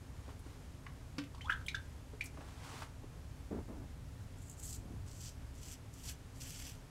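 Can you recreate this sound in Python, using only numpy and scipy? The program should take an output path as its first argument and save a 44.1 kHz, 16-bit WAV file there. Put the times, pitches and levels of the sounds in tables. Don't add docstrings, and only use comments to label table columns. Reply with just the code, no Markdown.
import sys
import numpy as np
from scipy import signal
from scipy.fft import rfft, irfft, next_fast_len
from scipy.io import wavfile
from scipy.ndimage import uniform_filter1d

SR = 44100
rng = np.random.default_rng(int(sys.argv[2]) if len(sys.argv) > 2 else 0)


def bounce(signal):
    frames = np.transpose(np.atleast_2d(signal))
    limited = np.clip(frames, -1, 1)
    pcm = np.round(limited * 32767).astype(np.int16)
    wavfile.write(sys.argv[1], SR, pcm)


N = 304290


def from_db(db):
    return 10 ** (np.asarray(db) / 20)


def rms_one(x):
    return x / np.sqrt(np.mean(x ** 2) + 1e-20)


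def in_time(points):
    t_s, value = np.transpose(points)
    return np.interp(np.arange(N) / SR, t_s, value)


def drift(rate_hz):
    r = np.exp(-2 * np.pi * rate_hz / SR)
    noise = rng.standard_normal(N + SR)
    return rms_one(signal.lfilter([1], [1, -2 * r, r * r], noise)[SR:])


def coloured(x, spectrum):
    f_hz, density_db = np.transpose(spectrum)
    grid_hz = np.maximum(np.arange(N // 2 + 1) * SR / N, 1)
    gain = from_db(np.interp(np.log(grid_hz), np.log(f_hz), density_db))
    return rms_one(irfft(rfft(x) * gain, N))


def resonate(x, peaks):
    out = 0
    for k, (f_hz, width_hz, gain_db) in enumerate(peaks):
        r = np.exp(-np.pi * width_hz / SR)
        b = (1 - r * r) / 2 * np.array([1, 0, -1])
        a = [1, -2 * r * np.cos(2 * np.pi * f_hz / SR), r * r]
        out = out + (-1) ** k * from_db(gain_db) * signal.lfilter(b, a, x)
    return out


def grains(per_s, spread_db):
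    sizes = from_db(spread_db * np.minimum(rng.exponential(1, N), 5)) * rng.choice([-1, 1], N)
    return sizes * (rng.random(N) < per_s / SR) + 1e-18


def add(out, t_s, sound):
    i = round(t_s * SR)
    out[i:i + len(sound)] += sound[:N - i]


def puff(t60_s):
    t = np.arange(SR // 5) / SR
    return rng.standard_normal(len(t)) * np.tanh(t / 0.0016) * from_db(-60 * t / t60_s)


def background():
    # t/s, level/dB
    rumble_swells = [(0.0, -51.5), (0.59, -49), (2.67, -52), (3.84, -47), (3.9, -51), (4.26, -45),
                     (4.28, -51), (4.98, -46), (5.86, -52.5), (6.42, -48.5), (6.9, -51)]
    # f/Hz, density/dB per Hz
    rumble_colour = [(15, -28), (25, -8), (38, -1.5), (52, -7.5), (66, 3.5), (80, -4), (95, -1), (120, -5),
                     (160, -12.5), (220, -23), (300, -56)]
    # f/Hz, density/dB per Hz
    hiss_colour = [(88, -13.5), (150, -0.5), (209, -11.5), (263, -3.5), (320, -12.5), (388, -12),
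                   (4140, -28.5), (6860, -29.5), (12000, -35), (15500, -48)]
    waver_db, duct_db, hiss_db = 0.76, -69, -58
    duct_hz, duct_width_hz = 259.6, 13

    rumble_gain = from_db(in_time(rumble_swells) + waver_db * drift(1.8))
    rumble = coloured(rng.standard_normal(N), rumble_colour) * rumble_gain
    duct = rms_one(resonate(rng.standard_normal(N), [(duct_hz, duct_width_hz, 0)]))
    hiss = coloured(rng.standard_normal(N), hiss_colour) * from_db(hiss_db + .4 * drift(6))
    return rumble + from_db(duct_db) * duct + hiss


def rub(rows, onset_s, fade_s):
    gain = 0
    for start, stop, start_db, stop_db in rows:
        before = (start - 4 * onset_s, start_db - 80)
        after = (stop + 4 * fade_s, stop_db - 80)
        gain = gain + from_db(in_time([before, (start, start_db), (stop, stop_db), after]))
    return gain


def hand():
    # start/s, stop/s, start level/dB, stop level/dB
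    cloth_rubs = [(.15, .25, -70, -68), (.28, .31, -67, -61), (.465, .56, -62.5, -68),
                  (2.38, 2.45, -66, -65), (2.48, 2.6, -61, -62.5), (2.645, 2.83, -54, -51)]
    # f/Hz, density/dB per Hz
    cloth_colour = [(150, -25), (250, 3), (372, -6), (466, -1.5), (544, -5), (995, 1.5), (1950, -6.5),
                    (8320, -14.5), (15500, -29.5)]
    # start/s, stop/s, start level/dB, stop level/dB
    skin_rubs = [(3.513, 3.59, -41, -43), (3.69, 3.715, -44, -49), (3.73, 3.84, -52, -53.5),
                 (4.76, 4.94, -61.5, -54.5)]
    # f/Hz, density/dB per Hz
    skin_colour = [(60, -30), (120, -4.5), (240, 5.5), (520, -7.5), (900, -14.5), (2000, -30.5),
                   (4000, -53)]

    cloth_gain = rub(cloth_rubs, onset_s=0.056, fade_s=0.066) * from_db(0.5 * drift(17))
    cloth = coloured(grains(6000, 0.82), cloth_colour) * cloth_gain
    skin_gain = rub(skin_rubs, onset_s=0.01, fade_s=0.056) * from_db(drift(42))
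    skin = coloured(grains(3000, 1.6), skin_colour) * skin_gain
    return cloth + skin


def touches():
    # t/s, relative level/dB, f/Hz, t60/s
    contacts = [(0.277, -38, 354, 0.078), (0.29, -42.5, 730, 0.072), (0.462, -32, 280, 0.023),
                (0.865, -38, 1220, 0.035), (2.133, -38.5, 403, 0.049), (2.341, -36.5, 250, 0.046),
                (2.372, -40.5, 690, 0.058), (2.384, -32, 255, 0.044), (2.407, -41, 700, 0.098),
                (2.741, -37, 316, 0.066), (2.819, -34.5, 970, 0.053), (3.034, -33, 291, 0.049),
                (3.513, -47, 554, 0.055)]
    out = np.zeros(N)
    for t_s, level_db, f_hz, t60_s in contacts:
        contact = puff(t60_s)
        contact[0] = 2.5
        body = resonate(contact, [(f_hz, 0.5 * f_hz, level_db + 11)])
        add(out, t_s, resonate(body, [(f_hz, 2.4 * f_hz, 0)]))
    return out


def water():
    # t/s, relative level/dB, f/Hz, rise/octaves per life, life/ms, splash re level/dB
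    bubbles = [(1.347, -44, 950, 0.13, 1.6, -6.5), (1.379, -50.5, 1030, 0.23, 6.3, -8),
               (1.409, -42.5, 2230, 0.34, 2.5, -13), (1.414, -45.5, 3100, 0.027, 6.9, -4),
               (1.456, -46.5, 3250, .03, 3.5, -6), (1.493, -42, 2500, .13, 3.9, -24),
               (1.496, -22, 1488, 0.075, 5.3, -40), (1.499, -39.5, 2880, .05, 5.3, -25),
               (1.500, -21, 1600, 0.13, 2.24, -40), (1.507, -42, 3230, 0.039, 4.7, -21),
               (1.511, -35, 1710, 0.05, 3, -30), (1.521, -28, 1596, 0.087, 4.4, -23),
               (1.523, -37.5, 3340, .06, 3.6, -20), (1.613, -44, 1430, 0.11, 2.1, -14),
               (1.663, -44, 3160, .02, 4.1, -18), (1.683, -29.5, 2370, .023, 2.9, -5.5),
               (1.683, -37, 3870, 0.018, 7.5, -12), (1.745, -28.5, 1590, 0.023, 5.3, -16),
               (1.748, -38.5, 3550, .024, 3.7, 0), (2.209, -27.5, 2347, .13, 3.4, -13.5)]
    # t/s, relative level/dB, f/Hz, rise/octaves per life, life/ms,
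    # splash re level/dB
    gurgle = [(1.444, -48, 830, 0.076, 14, -3), (1.483, -40, 1410, 0.089, 3, -32)]
    # t/s, relative level/dB, f/Hz, t60/s
    drops = [(0.392, -45, 9500, .06), (1.45, -54, 8000, .03), (1.663, -35.5, 9000, 0.057),
             (2.239, -36, 9600, 0.082), (2.256, -32, 6540, 0.061)]

    tones, splash, spray = np.zeros((3, N))
    pockets = [*bubbles, *np.linspace(*gurgle, num=4)]
    for t_s, level_db, f_hz, rise_oct, life_ms, splash_db in pockets:
        age = np.arange(SR // 10) / SR / (life_ms / 1000)
        pitch_hz = f_hz * 2 ** (rise_oct * (np.minimum(age, 3) - .6))
        wobble = uniform_filter1d(rng.standard_normal(len(age)), size=60) * np.sqrt(60)
        pitch_hz = pitch_hz * (1 + 0.033 * wobble)
        envelope = np.tanh(2.9 * age) * np.exp(-age ** 1.2)
        tone = np.sin(2 * np.pi * np.cumsum(pitch_hz) / SR)
        add(tones, t_s, from_db(level_db + 4) * tone * envelope)
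        add(splash, t_s, from_db(level_db + splash_db) * puff(0.052))
        add(tones, t_s, resonate(puff(0.11), [(f_hz, 0.21 * f_hz, level_db - 4.5)]))
    for t_s, level_db, f_hz, t60_s in drops:
        add(spray, t_s, resonate(puff(t60_s), [(f_hz, 3500, level_db - 8.0)]))
    splash = resonate(splash, [(2980, 1040, 13.2), (5230, 5800, 0.5)])
    splash = resonate(splash, [(4400, 17000, -3)])
    return tones + splash + spray


def knock():
    # t/s, relative level/dB
    blows = [(1.183, -28)]
    # f/Hz, relative level/dB, t60/s
    basin_modes = [(286.5, 1.5, 0.22), (500, -7, 0.073), (1165, -4, 0.053), (1440, -18, 0.05),
                   (2370, -9, 0.051), (2650, -10.5, 0.063), (2850, -19, .05), (3700, -19, .05),
                   (4590, -3, 0.025), (5170, -17, .04)]
    # t/s, relative level/dB
    settling = [(1.1948, -49), (1.2174, -45), (1.2374, -38.5)]

    out, t = np.zeros(N), np.arange(SR // 2) / SR
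    for t_s, level_db in blows:
        for f_hz, mode_db, t60_s in basin_modes:
            decay = from_db(level_db + mode_db - 8.5 - 60 * t / t60_s)
            add(out, t_s, decay * np.sin(2 * np.pi * f_hz * t))
        rattle = resonate(puff(0.064), [(1090, 1200, 6.5), (3500, 3700, 1.5)])
        add(out, t_s, resonate(rattle, [(2500, 5500, level_db - 5.5)]))
    for t_s, level_db in settling:
        add(out, t_s, resonate(puff(0.031), [(2600, 1500, level_db)]))
    return out


def stroke_shape():
    # head/dB, crackle/dB, skin drag at landing/dB, at lifting/dB
    strokes = [(4.375, 4.418, 4.54, 22, -73, -71, -67.5, -9, -10, -23, -22),
               (4.574, 4.635, 4.758, 49, -60.5, -50.5, -55.5, -3, -9.5, -23, -13),
               (5.066, 5.202, 5.26, 66, -64, -63, -54.5, 3, -9.5, -10, -7),
               (5.543, 5.63, 5.74, 27, -67, -60.5, -56.5, 2.5, -8, -6, -3),
               (5.93, 6.04, 6.102, 47, -64.5, -57.5, -53, 4, -6, -8.5, 0.5),
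               (6.352, 6.41, 6.68, 90, -67.5, -58, -58.5, 4.5, -6, -6.5, 4)]
    land_s, bite_s = 0.01, 0.0098
    glide_rise_db = 3.5
    head_grows_db, crackle_grows_db = 3, 1

    gain, colour = 0, []
    for land, bite, lift, fade_ms, glide_db, bite_db, lift_db, head_db, crackle_db, *drag_db in strokes:
        start_db = glide_db - glide_rise_db
        level = [(land - 4 * land_s, start_db - 80), (land, start_db),
                 (bite - bite_s, glide_db), (bite, bite_db),
                 (lift, lift_db), (lift + .004 * fade_ms, lift_db - 80)]
        gain = gain + from_db(in_time(level))
        colour += [(land, head_db - head_grows_db, drag_db[0], crackle_db - crackle_grows_db),
                   (lift + fade_ms / 1000, head_db, drag_db[1], crackle_db)]
    t_s, *columns = np.transpose(colour)
    return gain, [in_time(np.transpose([t_s, column])) for column in columns]


def razor():
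    # t/s, drive/dB
    snags = [(4.3735, -63), (4.3824, -59), (4.4164, -56), (4.4237, -55), (4.4364, -60), (4.4444, -64),
             (4.4674, -66), (4.4844, -64), (4.496, -44.5), (4.5114, -50), (4.5254, -54), (4.5364, -59),
             (4.5685, -61), (4.5958, -45), (4.632, -45), (4.6544, -45), (4.7024, -49), (5.1093, -59),
             (5.212, -51), (5.29, -47), (5.629, -50), (5.9373, -55), (6.036, -57), (6.056, -54),
             (6.42, -58), (6.6936, -50), (6.7296, -59), (6.75, -59.5)]
    # f/Hz, width/Hz, gain/dB
    blade_peaks = [(6800, 1320, 7.5), (7810, 1800, 5)]
    # f/Hz, width/Hz, gain/dB
    head_peaks = [(4550, 1360, -4), (6020, 590, -1.5)]
    # f/Hz, width/Hz, gain/dB
    drag_peaks = [(1480, 1060, 0), (2600, 950, 4.5), (3370, 780, 1.5)]
    # f/Hz, width/Hz, gain/dB
    crackle_peaks = [(10800, 6400, 12.5), (11800, 8700, 6.5)]
    hairs_per_s, hair_spread_db = 6000, 2.5
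    tufts_per_s, tuft_db = 120, -11
    snag_t60_s, flutter_db = 0.034, 1.5

    gain, others = stroke_shape()
    head_db, drag_db, crackle_db = (db + flutter_db * drift(23) for db in others)
    hairs = rms_one(grains(hairs_per_s, hair_spread_db)) * gain
    tufts = np.abs(grains(tufts_per_s, 2.8))
    decay = from_db(-60 / (snag_t60_s * SR))
    hairs = hairs * (1 + from_db(tuft_db) * signal.lfilter([1], [1, -decay], tufts))
    for t_s, drive_db in snags:
        add(hairs, t_s, from_db(drive_db) * puff(snag_t60_s))

    ring = resonate(resonate(hairs, blade_peaks), [(7880, 1760, 6.9)])
    head = resonate(resonate(hairs * from_db(head_db), head_peaks), [(5430, 10000, 10.8)])
    drag = resonate(resonate(hairs * from_db(drag_db), drag_peaks), [(2850, 7700, 8.6)])
    crackle = resonate(resonate(hairs * from_db(crackle_db), crackle_peaks), [(12400, 12000, 2.0)])
    return ring + head + drag + crackle


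def bathroom(x):
    t60_s, wall_cut_hz = 0.27, 4500
    size = next_fast_len(N + SR)
    turn = np.exp(-2j * np.pi * np.arange(size // 2 + 1) / size)
    dull = np.exp(-2 * np.pi * wall_cut_hz / SR)
    wall = (1 - dull) / (1 - dull * turn)
    response = 0
    for k, lag in enumerate([311, 467, 593, 701, 823, 967, 1109, 1283]):
        loop = from_db(-60 * lag / SR / t60_s) * wall * turn ** lag
        response = response + (-1) ** k * loop / (1 - loop)
    return irfft(rfft(x, size) * response, size)[:N]


def scene():
    # delay/ms, gain/dB
    basin_echoes = [(12.5, -15), (25, -26)]
    basin_room_db, counter_room_db, razor_room_db = -13.5, -15, -17

    basin, counter, shave = water() + knock(), touches(), razor()
    near = np.zeros(N)
    for delay_ms, gain_db in basin_echoes:
        add(near, delay_ms / 1000, from_db(gain_db) * basin)
    send = from_db(basin_room_db) * basin + from_db(counter_room_db) * counter
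    echoes = bathroom(send + from_db(razor_room_db) * shave)
    return (basin + near + counter + shave + echoes + hand() + background())[None]


def record(dry):
    cutoff_hz = 15780
    return signal.sosfilt(signal.ellip(14, .5, 60, cutoff_hz, fs=SR, output="sos"), dry)


dry = scene()
out = record(dry)
bounce(out)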